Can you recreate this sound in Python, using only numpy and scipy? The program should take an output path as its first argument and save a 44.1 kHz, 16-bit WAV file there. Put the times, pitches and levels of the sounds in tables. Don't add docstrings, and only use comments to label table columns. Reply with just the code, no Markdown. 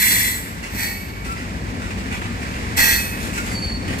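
import sys
import numpy as np
from scipy import signal
from scipy.fft import rfft, irfft, next_fast_len
from scipy.io import wavfile
from scipy.ndimage import map_coordinates

SR = 44100
rng = np.random.default_rng(int(sys.argv[2]) if len(sys.argv) > 2 else 0)


def to_wav(s):
    ch = np.atleast_2d(s).T
    pcm = np.round(np.clip(ch, -1, 1) * 32767)
    wavfile.write(sys.argv[1], SR, pcm.astype(np.int16))


N = 176400


def amp(db):
    return 10 ** (np.asarray(db) / 20)


def unit(x):
    return x / np.sqrt(np.mean(x ** 2) + 1e-20)


def along(points, hz):
    freqs, values = np.transpose(points)
    return np.interp(np.log(hz + 1), np.log(freqs + 1), values)


def clock():
    return np.arange(N) / SR


def curves(rows):
    times, *columns = np.transpose(rows)
    return [np.interp(clock(), times, column) for column in columns]


def wobble(rate):
    times = np.linspace(0, N / SR, 4000)
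    curve = map_coordinates(rng.standard_normal(1024), [times * rate], mode="wrap")
    return np.interp(clock(), times, curve)


def filtered(x, response):
    size = next_fast_len(N + SR // 4)
    return irfft(rfft(x, size) * response(np.fft.rfftfreq(size, 1 / SR)), size)[..., :N]


def stereo(x, likeness, spectrum, tilt_db=0):
    width = lambda hz: np.arccos(np.clip(along(likeness, hz), 0, 1)) / 2
    colour = lambda hz: amp(along(spectrum, hz) + tilt_db * np.log2(hz + 1))
    mid, side = filtered(x, lambda hz: colour(hz) * [np.cos(width(hz)), np.sin(width(hz))])
    return unit(np.array([mid + side, mid - side]))


LEFT_LEAD_S, RUMBLE_LEAD_S = 0.0004306, 0.000091
def from_left(x, lead_s):
    return filtered(x, lambda hz: np.exp(1j * np.pi * hz * lead_s * np.array([[1], [-1]])))


def slips(per_s):
    return unit((rng.random((2, N)) < per_s / SR) * rng.standard_normal((2, N)))


def stroke(start, rise, hold, sag, release):
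    t = clock() - start - rise
    attack_db = -28 * np.minimum(t / rise, 0) ** 2
    level_db = attack_db - sag * np.clip(t, 0, hold) - release * np.maximum(t - hold, 0)
    return amp(np.maximum(level_db, -150))


# (frequency [Hz], T60 [s])
YARD_DECAY = [(200, 1), (2000, 0.39), (8000, 1), (15000, 1)]
def yard(x, wet_db):
    hz, t, noise = signal.stft(rng.standard_normal((2, SR)), SR, nperseg=256)
    tail = signal.istft(noise * amp(-60 * t / along(YARD_DECAY, hz)[:, None]), SR, nperseg=256)[1]
    echo = signal.fftconvolve(x, tail / np.linalg.norm(tail[0]), axes=1)[:, :N]
    return (x + amp(wet_db) * echo) / np.hypot(1, amp(wet_db))


# (time [s], level [dB])
RUMBLE_FADER = [(0.0, -33), (0.12, -30.5), (0.58, -32), (1.1, -30.5), (1.76, -27.5), (4.0, -27)]
# (frequency [Hz], relative level [dB])
RUMBLE_EQ = [(18, -42), (31, -25), (39, -11.5), (52, 3.5), (75, -1.5), (105, -0.5), (142, -10), (185, -2.5),
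             (260, -5.5), (350, -13), (500, -16), (800, -23), (1300, -31), (2500, -68)]
# (frequency [Hz], left-right likeness [0-1])
RUMBLE_IMAGE = [(60, 0.88), (130, 0.89), (280, 0.91), (650, 0.26)]
def rumble():
    level_db, = curves(RUMBLE_FADER)
    level = np.hypot(amp(level_db + 0.88 * wobble(12)), body_thuds())
    return level * stereo(rng.standard_normal((2, N)), RUMBLE_IMAGE, RUMBLE_EQ)


# (time [s], level [dB])
ROLL_FADER = [(0, -33.5), (.6, -36.5), (1.15, -37), (1.7, -35.5), (2.2, -34), (2.7, -32.5), (3.3, -31.5),
              (3.75, -36.5), (4, -33)]
# (frequency [Hz], relative level [dB])
ROLL_EQ = [(300, -30), (900, 1), (1400, 2), (1900, 2.5), (2300, 2), (2700, -2), (3150, -8), (4400, -8.5),
           (6200, -12.5), (8200, -13), (9500, -23), (12300, -25), (15500, -39)]
# (frequency [Hz], relative level [dB])
GRIT_EQ = [(2500, -31), (5000, 5), (7500, -3.5), (9500, -7), (13000, -2), (15500, -19)]
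# (frequency [Hz], left-right likeness [clipped to 0-1])
TRACK_IMAGE = [(60, -4), (280, 5.2), (650, 0.56), (1500, 1), (2600, 0), (4500, 0.17), (12000, 0.2)]
def rolling():
    level_db, = curves(ROLL_FADER)
    flutter_db = .9 * wobble(30)
    rush = stereo(rng.standard_normal((2, N)), TRACK_IMAGE, ROLL_EQ)
    grit_db = -20.5 + 2.5 * wobble(11)
    grit = amp(grit_db) * stereo(slips(per_s=1700), TRACK_IMAGE, GRIT_EQ)
    return amp(level_db + flutter_db) * (rush + grit)


MODES_PER_KHZ, MODE_SPREAD_DB = 18, 1.5
def jangle(x, t60):
    hz = np.fft.rfftfreq(SR, 1 / SR)
    chosen = rng.random(len(hz)) < MODES_PER_KHZ / 1000
    gains = chosen * amp(MODE_SPREAD_DB * rng.standard_normal(len(hz)))
    phases = np.exp(2j * np.pi * rng.random((2, len(hz))))
    modes = irfft(gains * phases, SR) * amp(-60 * np.arange(SR) / SR / t60)
    return unit(signal.fftconvolve(x, modes, axes=1)[:, :N]) * np.std(x)


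def panel(x, width_hz=95):
    knots = rng.standard_normal(1024)
    ripple = lambda hz: np.tanh(map_coordinates(knots, [hz / width_hz], mode="wrap"))
    return filtered(x, lambda hz: amp(3.3 * np.sqrt(2) * ripple(hz)))


DIRECT_HZ, SCATTER_RAD, RING_DB = 4500, .35, 1
def ring(force, modes):
    out = np.zeros((2, N))
    for hz, db, t60 in modes:
        retained = amp(-60 / (t60 * SR)) ** 2
        swell = np.sqrt(signal.lfilter([1 - retained], [1, -retained], force ** 2, zi=[force[0] ** 2])[0])
        drift, flicker_db = .75 * wobble(60), 2.7 * wobble(55)
        offset = np.pi * LEFT_LEAD_S * min(hz, DIRECT_HZ) + SCATTER_RAD * rng.standard_normal()
        phase = 2 * np.pi * (hz * clock() + rng.random()) + drift
        envelope = swell / swell.max() * amp(db + RING_DB + flicker_db)
        out += envelope * np.sqrt(2) * np.sin(phase + [[offset], [-offset]])
    return out


# (frequency [Hz], relative level [dB], T60 [s])
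FIRST_MODES = [(1650, -36, .5), (1863, -31, .45), (2186, -38, .7), (3230, -46, .4), (4124, -30, .33),
               (5911, -44, .4), (6950, -43, .4), (7547, -38, .9), (7881, -32, .6), (8506, -36, .65),
               (8548, -40, .6), (9195, -41, .7), (10850, -39, .85), (11946, -43, .7), (12292, -26, .38),
               (12730, -33, .5), (12852, -32, .52), (14930, -44, .4)]
SECOND_MODES = [(1895, -37, .45), (2239, -40, 1.4), (2271, -41, 1.5), (2589, -43, .9), (4221, -41, .4),
                (4490, -39, .8), (7730, -47, .4), (12258, -49, 1.2), (12520, -46, 1), (13491, -48, .6),
                (14826, -45, .45)]
THIRD_MODES = [(1390, -41, .4), (1620, -29.5, .35), (1906, -24.5, .6), (2052, -28.5, .25), (2567, -28.5, 1),
               (3332, -42, .5), (4194, -29, .4), (4485, -33, .4), (4850, -43, .3), (5814, -40, .3),
               (5975, -34, .45), (7122, -43, .4), (7655, -37, .6), (7686, -39, .6), (8791, -42, 1.4),
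               (9535, -42, 1.3), (12467, -38, .5), (12511, -35, .5), (13189, -37, .65), (13660, -46, .9),
               (14567, -34, .4), (15315, -36, .35)]
# (frequency [Hz], relative level [dB])
GRIND_EQ = [(300, -39), (900, -1), (1200, -14.5), (1550, -2), (1950, 10), (2400, 2), (2800, -2.5),
            (3080, -9), (3350, 4), (3800, -7), (4200, 1), (5000, -6), (6000, 0), (6900, -6.5), (7900, 1),
            (9700, -7), (11300, -6), (12500, 1), (15200, -7), (16000, -33)]
# (frequency [Hz], left-right likeness [0-1])
GRIND_IMAGE = [(600, 1), (1500, 0.19), (4000, 0.85), (5500, 0.088), (9000, 0.24), (13000, 0.15)]
# (time [s], rise [s], hold [s], sag [dB/s], release [dB/s], crunch gain [dB],
# treble tilt [dB/octave], left minus right [dB], partials [table])
GRIND_CUES = [(-.03, 0.024, 0.28, 28.5, 173, -16.5, 0.84, 1.5, FIRST_MODES),
              (0.678, 0.16, 0.0059, 5, 174, -25, -0.76, 0.5, SECOND_MODES),
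              (2.76, 0.019, 0.15, 31, 220, -17, -0.3, -0.5, THIRD_MODES)]
def grinding():
    out = np.zeros((2, N))
    for start, rise, hold, sag, release, db, tilt_db, pan_db, modes in GRIND_CUES:
        force = stroke(start, rise, hold, sag, release)
        judder_db = 1.9 * wobble(75)
        rub = force * amp(judder_db) * unit(slips(per_s=3000) + .5 * rng.standard_normal((2, N)))
        steel = amp(-.3) * yard(rub, wet_db=-11) + jangle(rub, t60=0.6)
        coloured = stereo(panel(steel), GRIND_IMAGE, GRIND_EQ, tilt_db)
        crunch = amp(db) * np.std(steel) * from_left(coloured, LEFT_LEAD_S)
        out += (crunch + ring(force, modes)) * amp(pan_db * np.array([[.5], [-.5]]))
    return out


# (frequency [Hz], relative level [dB])
CLANK_EQ = [(250, -20), (700, -9.5), (1200, -1), (1700, -2), (2100, 2), (2700, 3), (3150, -5.5),
            (4400, -8.5), (8000, -7), (9700, -14.5), (12500, -16), (15500, -24)]
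# (time [s], rise [s], hold [s], level [dB], treble tilt [dB/octave])
CLANK_CUES = [(0.612, 0.021, 0.014, -28.5, -2.5), (1.235, 0.013, 0.064, -33, 0),
              (1.364, 0.0083, 0.043, -32.5, -4), (1.785, 0.02, 0.046, -30.5, -3.5),
              (1.894, 0.0099, 0.02, -32, -3.5), (1.96, 0.01, .04, -36.5, -3), (2.099, 0.012, 0.04, -27, -2),
              (2.211, 0.0095, 0.029, -28, -4.5), (2.393, 0.02, 0.032, -33, -2.5),
              (2.506, 0.012, 0.068, -33, -3), (2.764, 0.0086, 0.023, -21, -5),
              (3.196, 0.011, 0.051, -32.5, 3.5), (3.325, 0.016, 0.04, -26.5, 0.5),
              (3.429, 0.016, 0.081, -29, -1), (3.62, 0.015, 0.022, -34, -2),
              (3.864, 0.022, 0.057, -28.5, -2.5), (3.974, .012, 0.038, -30, 2)]
def clanks():
    out = np.zeros((2, N))
    for start, rise, hold, db, tilt_db in CLANK_CUES:
        force = stroke(start, rise, hold, sag=17, release=348)
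        chatter = force * amp(3 * wobble(110))
        rattle = chatter * (slips(per_s=700) + 0.6 * rng.standard_normal((2, N)))
        steel = rattle + amp(5) * jangle(rattle, t60=0.071)
        out += amp(db) * np.std(force) * stereo(steel, TRACK_IMAGE, CLANK_EQ, tilt_db)
    return yard(out, wet_db=-2.5)


# (time [s], level [dB])
THUD_CUES = [(0.724, -31.5), (1.245, -33), (2.105, -30), (3.246, -30), (3.875, -24.5)]
def body_thuds():
    return sum(amp(db) * stroke(start, rise=.015, hold=0.028, sag=0, release=248)
               for start, db in THUD_CUES)


# (time [s], length [s], pitch [Hz], level [dB])
SQUEAK_CUES = [(1.106, 0.19, 2266, -40), (1.26, .1, 1338, -29.5), (1.317, 0.016, 5020, -41.5),
               (1.37, 0.03, 4970, -42), (3.36, .07, 1420, -29), (3.45, 0.11, 4890, -44)]
def squeaks():
    out = np.zeros(N)
    for start, length, hz, db in SQUEAK_CUES:
        arch = np.sin(np.pi * np.clip((clock() - start) / length, 0, 1))
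        out += amp(db) * arch * np.sin(2 * np.pi * hz * clock() + 0.79 * wobble(110))
    return np.sqrt(2) * out


# (time [s], pitch [Hz], level [dB])
SQUEAL_CURVE = [(3.5, 4500, -54), (3.555, 4550, -30.5), (3.585, 4490, -30.5), (3.6, 4500, -39),
                (3.618, 4500, -33), (3.622, 4485, -28), (3.68, 4450, -31), (3.73, 4453, -30.5),
                (3.775, 4425, -36), (3.82, 4420, -49), (4, 4390, -48)]
def squeal(jitter_hz=39, octave_db=-27.5):
    hz, db = curves(SQUEAL_CURVE)
    phase = 2 * np.pi * np.cumsum(hz + jitter_hz * wobble(260)) / SR
    flicker_db = 2.4 * wobble(130)
    envelope = amp(db + flicker_db) * (clock() > SQUEAL_CURVE[0][0])
    return envelope * np.sqrt(2) * (np.sin(phase) + amp(octave_db) * np.sin(2 * phase))


def scene():
    bed = from_left(rumble(), RUMBLE_LEAD_S)
    bursts = grinding()
    running_gear = rolling() + clanks()
    tones = squeal() + squeaks()
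    running_gear += yard(np.array([tones, tones]), wet_db=-9)
    return bed + bursts + from_left(running_gear, LEFT_LEAD_S)


# (frequency [Hz], left minus right [dB])
PORT_BALANCE = [(50, 1.8), (800, 2.5), (1550, -0.5), (1950, -4.5), (2800, -2), (4000, 0), (5200, -2),
                (6800, 0.5), (8000, 7.5), (9200, -0.5), (10200, -9), (12500, -5.5), (15000, -2.5)]
CEILING, TOP_HZ = .9, 15600
def record(dry):
    coloured = filtered(dry, lambda hz: amp(along(PORT_BALANCE, hz) * np.array([[.5], [-.5]])))
    rounded = coloured / (1 + np.abs(coloured / CEILING) ** 6) ** (1 / 6)
    return filtered(rounded, lambda hz: hz < TOP_HZ)


dry = scene()
out = record(dry)
to_wav(out)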